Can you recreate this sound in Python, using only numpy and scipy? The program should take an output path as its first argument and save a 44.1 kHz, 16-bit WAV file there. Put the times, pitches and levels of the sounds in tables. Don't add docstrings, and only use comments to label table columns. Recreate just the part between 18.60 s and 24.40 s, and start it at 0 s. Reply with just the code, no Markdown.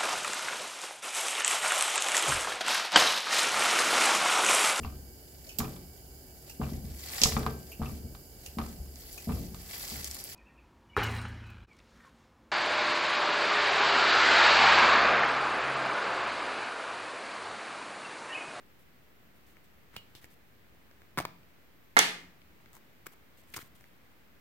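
import sys
import numpy as np
from scipy import signal
from scipy.fft import rfft, irfft
from scipy.io import wavfile
from scipy.ndimage import uniform_filter1d

SR = 44100
rng = np.random.default_rng(int(sys.argv[2]) if len(sys.argv) > 2 else 0)


def unload_wav(signal):
    wavfile.write(
        sys.argv[1],
        SR,
        np.round(np.clip(np.atleast_2d(signal).T, -1, 1) * 32767).astype(np.int16),
    )


def amplitude_ratio(level_db):
    exponent = np.asarray(level_db, float) / 20
    return 10 ** exponent


N = 256000


def on_log(hz, table):
    f, value = np.array(table).T
    return np.interp(np.log(np.maximum(hz, 1)), np.log(f), value)


def colour(x, table):
    f = np.arange(N // 2 + 1) * SR / N
    y = irfft(rfft(x) * amplitude_ratio(on_log(f, table)), N)
    return y / np.sqrt(np.mean(y ** 2))


def band(x, hz, width):
    edges = [max(hz - width / 2, 20), hz + width / 2]
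    y = signal.sosfilt(signal.butter(1, edges, "band", fs=SR, output="sos"), x)
    return y / np.sqrt(np.mean(y ** 2))


def shared_pair(mid, side, alike):
    return np.sqrt(1 + alike) * mid + np.sqrt(1 - alike) * side * np.array([[1], [-1]])


def high_pass(x, hz):
    return signal.sosfilt(signal.butter(2, hz, "high", fs=SR, output="sos"), x)


def walk(rate):
    k = int(SR / rate)
    held = np.repeat(rng.standard_normal(N // k + 1), k)
    return 1.3 * uniform_filter1d(uniform_filter1d(held, k), k)[:N]


def ring(modes, t, chance, scatter_db):
    hz, width, db = np.transpose(modes)[:, :, None]
    count = len(hz)
    gain = amplitude_ratio(db + scatter_db * chance[:count, None])
    start = 2 * chance[-count:, None] * (np.arange(count)[:, None] > 0)
    decay = np.exp(-np.pi * np.abs(width) * t)
    y = np.sum(gain * decay * np.sin(2 * np.pi * hz * t + start), axis=0)
    return y / np.max(np.abs(y))


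def hits(table, modes, edges, support, q, crack_ms, lag_ms, pan_db, trim_db, crack_db, thump_db):
    out, t = np.zeros((2, N + 8192)), np.arange(6000) / SR
    brief = t[:256]
    for s, db, hz, crack in table:
        chance, grit = rng.standard_normal(24), rng.standard_normal((3, len(t)))
        body = -ring([(hz, hz / q, 0)] + modes, t, chance, scatter_db=2.5) * (1 - np.exp(-t * hz * 4))
        burst = (grit[0] + grit[1:]) * np.exp(-t / (crack_ms / 1000))
        edge_ring = ring(edges, brief, chance[12:], scatter_db=1.5) * (1 - np.exp(-brief * 2e4))
        edge = signal.fftconvolve(burst, np.diff(edge_ring)[None], axes=1)[:, :len(t)]
        both = body + amplitude_ratio(crack + crack_db) * edge / np.max(np.abs(edge))
        low = -amplitude_ratio(thump_db) * ring(support, t, chance[6:], scatter_db=2.5) * (1 - np.exp(-t * 1500))
        for ear, side in enumerate((1, -1)):
            i = int((s + side * lag_ms / 2000) * SR)
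            out[ear, i:i + len(t)] += (both[ear] * amplitude_ratio(side * pan_db / 2) + low) * amplitude_ratio(db + trim_db)
    return out[:, :N]


# f/Hz, likeness [0-1]
AIR_LIKENESS = [(60, 0.6), (130, 0.1), (300, 0.5), (640, 0.15), (1400, 0)]
# f/Hz, density [dB per Hz]
RUMBLE = [(12, -46), (20, -3.5), (26, -32.5), (60, -2), (94, -7), (174, -7), (430, -13.5)]
# f/Hz, density [dB per Hz]
MIC_HISS = [(900, -18.5), (2010, -17.5), (6000, -32), (10300, -35.5), (13300, -27.5), (15850, -27),
            (16500, -30.5)]


def air():
    alike = np.clip(on_log(np.arange(N // 2 + 1) * SR / N, AIR_LIKENESS), 0, 1)
    mid, side = rfft(rng.standard_normal((2, N)))
    pair = irfft(shared_pair(mid, side, alike), N)
    level_db = -63 + 2.5 + .4 * walk(3)
    return colour(pair, RUMBLE + MIC_HISS) * amplitude_ratio(level_db)


# f/Hz, density [dB per Hz]
RUB_HISS = [(1800, -38), (3000, -12), (5500, -15), (8000, -12), (11000, -13.5), (14000, -7), (16000, -18)]
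# t/s, length/s, hiss level/dB
BRUSHES = [(.19, 0.046, -71), (0.755, .03, -72), (0.865, 0.073, -68.5), (1.04, .022, -68.5),
           (1.702, 0.045, -65.5), (4.772, 0.047, -64), (4.834, 0.009, -66.5), (4.872, .073, -69),
           (4.924, .014, -65), (4.957, 0.015, -50), (5.021, 0.061, -63), (5.151, 0.019, -63),
           (5.17, 0.12, -71)]
# t/s, length/s, hiss level/dB, shell ring f/Hz, ring level/dB over the hiss
SLIDES = [
    (1.331, 0.042, -71, 1660, 9.5),
    (1.614, 0.045, -62.5, 1780, -3),
    (3.999, .025, -80.5, 880, 12),
    (4.135, 0.046, -63, 1000, -2),
    (4.459, 0.016, -56, 1130, 4.5),
    (4.519, 0.0214, -63, 1040, -1),
    (4.962, 0.0142, -48.5, 6150, 2.5),
    (4.974, 0.0493, -55.5, 1860, -0.5),
]
# t/s, length/s, hiss level/dB, shell ring f/Hz, ring level/dB over the hiss
SCRAPES = [
    (1.365, 0.027, -56.5, 2800, 7.3),
    (1.551, 0.053, -60.5, 3300, 5.6),
    (2.577, 0.051, -46, 1070, 10.3),
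    (4.938, 0.021, -51, 2440, 8.1),
]


def rubbing(grain_db, alike, edge_ms, q):
    slip = amplitude_ratio(grain_db * walk(500) + .8 * walk(90))
    noise = rng.standard_normal((3, N)) * slip
    noise = alike * noise[0] + noise[1:]
    hiss, out = colour(noise, RUB_HISS), np.zeros((2, N))
    # ring f/Hz and level/dB where lacking, then the level change/dB over its length
    rubs = [(*row, 2100, -8, -3.5) for row in BRUSHES]
    rubs += [(*row, 0.7) for row in SLIDES]
    rubs += [(*row, -13.5) for row in SCRAPES]
    for s, length, hiss_db, hz, ring_db, fade_db in rubs:
        t = np.arange(int(length * SR)) / SR
        at = slice(int(s * SR), int(s * SR) + len(t))
        contact = np.minimum(np.minimum(t, length - t) * 1000 / edge_ms, 1)
        touch = contact * amplitude_ratio(hiss_db + fade_db * t / length)
        out[:, at] += touch * (hiss[:, at] + amplitude_ratio(ring_db) * band(noise[:, at], hz, hz / q))
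    return out


# f/Hz, width/Hz, level/dB
SHELL_MODES = [(407, 285, -9), (757, 260, -14.5), (1600, 500, -2.5), (2187, 126, -9.5), (3300, 590, -11),
               (4630, 2000, 6)]
# f/Hz, width/Hz, level/dB
CRACK_MODES = [(5130, 2400, -2.5), (6860, 5700, 16), (8780, 1500, -6.5), (11730, 13000, -22),
               (14570, 1400, 0.5)]
# f/Hz, width/Hz, level/dB
HAND_MODES = [(112, 58, -1), (198, 41, -13), (348, 130, 3.5)]
# t/s, level/dB, f/Hz, crack level/dB
LEFT_TICKS = [(0.969, -42.5, 2000, -14), (1.5512, -33.5, 3860, -8.5), (3.8183, -48, 2270, -14),
              (4.0593, -40, 2000, -19), (4.1316, -49, 1190, 7.5), (4.152, -46.5, 1165, 8.5),
              (4.167, -44, 1040, 4), (4.4672, -31, 1600, 4.5), (4.9023, -63.5, 600, 25),
              (4.941, -38, 1920, 11), (4.967, -34.5, 1800, 4.5), (4.9696, -26, 1020, -7),
              (4.99, -34, 1300, -24), (5.2097, -43, 2300, -2)]
# t/s, level/dB, f/Hz, crack level/dB
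RIGHT_TICKS = [(1.6437, -31.5, 2000, -8), (2.3125, -42, 1600, -12), (2.4188, -43, 1600, -7),
               (2.8328, -47, 1985, -15), (4.46, -46.5, 1600, -13), (4.4696, -37.5, 1210, 9),
               (4.9435, -28, 3250, -16), (4.9462, -35, 1990, -5), (4.964, -29.5, 1300, -8),
               (4.979, -33, 1070, -20), (5.004, -48, 1700, -15), (5.2415, -43, 2090, -11)]
# t/s, level/dB, f/Hz, crack level/dB
KNOCKS = [
    (1.342, -41, 1090, -11),
    (2.148, -50.5, 595, 1),
    (5.027, -44, 2290, 6),
]


def fingers():
    def tick(table, pan_db, thump_db):
        return hits(table, SHELL_MODES, CRACK_MODES, HAND_MODES, q=4.7, crack_ms=0.73, lag_ms=-.1,
                    pan_db=pan_db, trim_db=2.2, crack_db=-5.5, thump_db=thump_db)
    left = tick(LEFT_TICKS, pan_db=8.5, thump_db=-12.0)
    right = tick(RIGHT_TICKS, pan_db=-0.5, thump_db=-29.0)
    return left + right + tick(KNOCKS, pan_db=2.0, thump_db=-4.5)


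# f/Hz, T60/s
ROOM_T60 = [(125, .8), (250, 0.67), (500, 0.38), (1000, 0.4), (2000, 0.45), (4000, 0.38), (8000, 0.3),
            (13000, 0.32)]
# f/Hz, level/dB
ROOM_COLOUR = [(125, 5), (250, 0.5), (500, 4), (1000, 5), (2000, 3.5), (4000, 7.5), (8000, -5.5),
               (13000, 4.5)]
# f/Hz, likeness [0-1]
ROOM_LIKENESS = [(125, .8), (250, .8), (500, 1), (1000, 0), (13000, 0.01)]
# T60/s, level/dB
STANDING_WAVE = (1.0, -7.5)
STANDING_WAVE_HZ = 176


def room(x, onset_ms):
    t, tail = np.arange(SR) / SR, 0
    for (hz, t60), (_, db) in zip(ROOM_T60, ROOM_COLOUR):
        alike = np.clip(on_log(hz, ROOM_LIKENESS), 0, 1)
        mid, side = band(rng.standard_normal((2, SR)), hz, hz * .7) / np.sqrt(1000 / hz)
        tail = tail + amplitude_ratio(db - 60 * t / t60) * shared_pair(mid, side, alike)
    t60, db = STANDING_WAVE
    tail = tail + amplitude_ratio(db - 60 * t / t60) * np.sin(2 * np.pi * STANDING_WAVE_HZ * t)
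    build_up = 1 - np.exp(-(t * 1000 / onset_ms) ** 2)
    tail = tail * build_up / np.sqrt(np.sum(tail ** 2) / 2)
    return signal.fftconvolve(x[None], tail, axes=1)[:, :N]


# f/Hz, width/Hz, level/dB
CAP_MODES = [(800, 400, -10), (1500, 400, -6), (2300, 400, -5), (2900, 14, -23), (3300, 400, -10),
             (4100, 500, -7)]
# t/s, level/dB, f/Hz, crack level/dB
CAP_CLICK = [
    (1.3621, -33, 1520, -24),
    (1.3648, -29, 2770, -3),
]


def cap_click():
    return hits(CAP_CLICK, CAP_MODES, CRACK_MODES, HAND_MODES, q=6.5, crack_ms=1.0, lag_ms=-.1,
                pan_db=-3.5, trim_db=1.6, crack_db=0.0, thump_db=-12.5)


# f/Hz, width/Hz, level/dB
GRIP_MODES = [(152, 92, 2), (237, 110, -1), (352, 150, 7)]
# t/s, level/dB, f/Hz, crack level/dB
SNAPS = [
    (2.5745, -20, 1080, -18),
    (2.5797, -18.5, 1180, -13),
    (2.5812, -24, 1120, -8),
    (2.5855, -24, 920, -13),
    (2.5864, -20, 1120, -14),
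    (2.5893, -22, 1200, -9),
    (2.5925, -27, 1060, -11),
    (2.6018, -21, 690, -12),
    (2.6085, -26, 2220, -13),
]
# t/s, level/dB, f/Hz, crack level/dB
RIM_CLICK = [
    (2.652, -18, 1057, -12),
    (2.6527, -33, 4440, -15),
    (2.6545, -33.5, 2180, -20),
    (2.657, -34.5, 1000, -23),
]


def rim_snaps():
    def snap(table, q, pan_db, thump_db):
        return hits(table, SHELL_MODES, CRACK_MODES, GRIP_MODES, q=q, crack_ms=1.04, lag_ms=-0.1,
                    pan_db=pan_db, trim_db=6.5, crack_db=-3.0, thump_db=thump_db)
    slips = snap(SNAPS, q=3.4, pan_db=0.7, thump_db=-14.0)
    return slips + snap(RIM_CLICK, q=3.6, pan_db=2.3, thump_db=-31.0)


def whine():
    start_s, length_s, edge_s = 3.11, .24, .05
    t = np.arange(N) / SR - start_s
    swell = np.clip(np.minimum(t, length_s - t) / edge_s, 0, 1)
    return amplitude_ratio(-77) * swell * band(rng.standard_normal((2, N)), hz=13800, width=310)


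# f/Hz, width/Hz, level/dB
LID_MODES = [(543, 120, -16.5), (790, 100, -14.5), (1000, 250, -9.5), (1330, 120, -11.5), (1773, 200, -4.5),
             (2100, 120, -6), (2800, 1000, -17.5), (3400, 140, -6.5), (4040, 640, -7.5),
             (5100, 2000, -11.5)]
# f/Hz, width/Hz, level/dB
LID_CRACK_MODES = [(5000, 1400, -8), (6200, 800, 0), (7600, 1200, -6), (8900, 1000, -10),
                   (10800, 2000, -12), (12800, 1500, -15), (15000, 2000, -21)]
# f/Hz, width/Hz, level/dB
TABLE_MODES = [(174.8, 25, -13.5), (261, 41, 8.5), (316, 65, 6.5), (430, 30, 4)]
# t/s, level/dB, f/Hz, crack level/dB
LANDING = [
    (3.3668, -7, 902, -13.5),
    (3.3676, -13, 1797, -9),
    (3.371, -9.5, 1300, -14),
    (3.3716, -9, 3950, -12.5),
    (3.3766, -15, 1100, -15),
    (3.3813, -13.5, 1500, -16),
]
# t/s, level/dB, f/Hz, crack level/dB
BOUNCES = [
    (3.3896, -17, 1800, 6.5),
    (3.3908, -8, 5900, 4),
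    (3.3931, -13, 3300, -7.5),
    (3.398, -17.5, 1400, -4),
    (3.4016, -16.5, 2900, -8),
    (3.415, -18, 3400, -15),
]


def lid():
    def blow(table, modes, crack_ms):
        return hits(table, modes, LID_CRACK_MODES, TABLE_MODES, q=6, crack_ms=crack_ms, lag_ms=0.28,
                    pan_db=-6.0, trim_db=4.0, crack_db=-1.5, thump_db=-23.5)
    drop = blow(LANDING, LID_MODES[:6], crack_ms=1.6) + blow(BOUNCES, LID_MODES, crack_ms=1.2)
    return high_pass(drop, 210)


# f/Hz, density [dB per Hz]
RATTLE = [(90, -39.5), (170, -7), (800, -12.5), (1700, -4), (3300, -5.5), (6000, -14), (10000, -16.5),
          (16000, -31)]


def rattle(pan_db):
    start_s, fade_s, level_db = 3.3672, 0.03, -26.5
    t = np.arange(N) / SR - start_s
    chatter = colour(rng.standard_normal((2, N)), RATTLE) * (t > 0) * np.exp(-np.abs(t) / fade_s)
    return chatter * amplitude_ratio(level_db + np.array([[pan_db], [-pan_db]]) / 2)


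def scene():
    handling = cap_click() + fingers()
    snaps, drop = rim_snaps(), lid()
    chatter = rattle(pan_db=-4.5)
    send = amplitude_ratio(-15.0) * handling + amplitude_ratio(-17.0) * snaps + amplitude_ratio(-14.0) * drop + amplitude_ratio(3.5) * chatter
    wet = sum(room(half, onset_ms=12.0) for half in send)
    near = handling + snaps + drop + amplitude_ratio(-2.0) * chatter + wet
    near = near + rubbing(grain_db=0.9, alike=0.63, edge_ms=0.69, q=2.2)
    return high_pass(near, 60) + air() + whine()


def band_limit(x):
    return signal.sosfilt(signal.butter(12, 16810, fs=SR, output="sos"), x)


def record(dry):
    rounded = np.tanh(.9 * dry) / .9
    top_cut = signal.ellip(10, .3, 45, 15850, fs=SR, output="sos")
    mix = signal.sosfilt(top_cut, rounded) - .0008
    return band_limit(mix)


dry = scene()
out = record(dry)
unload_wav(out)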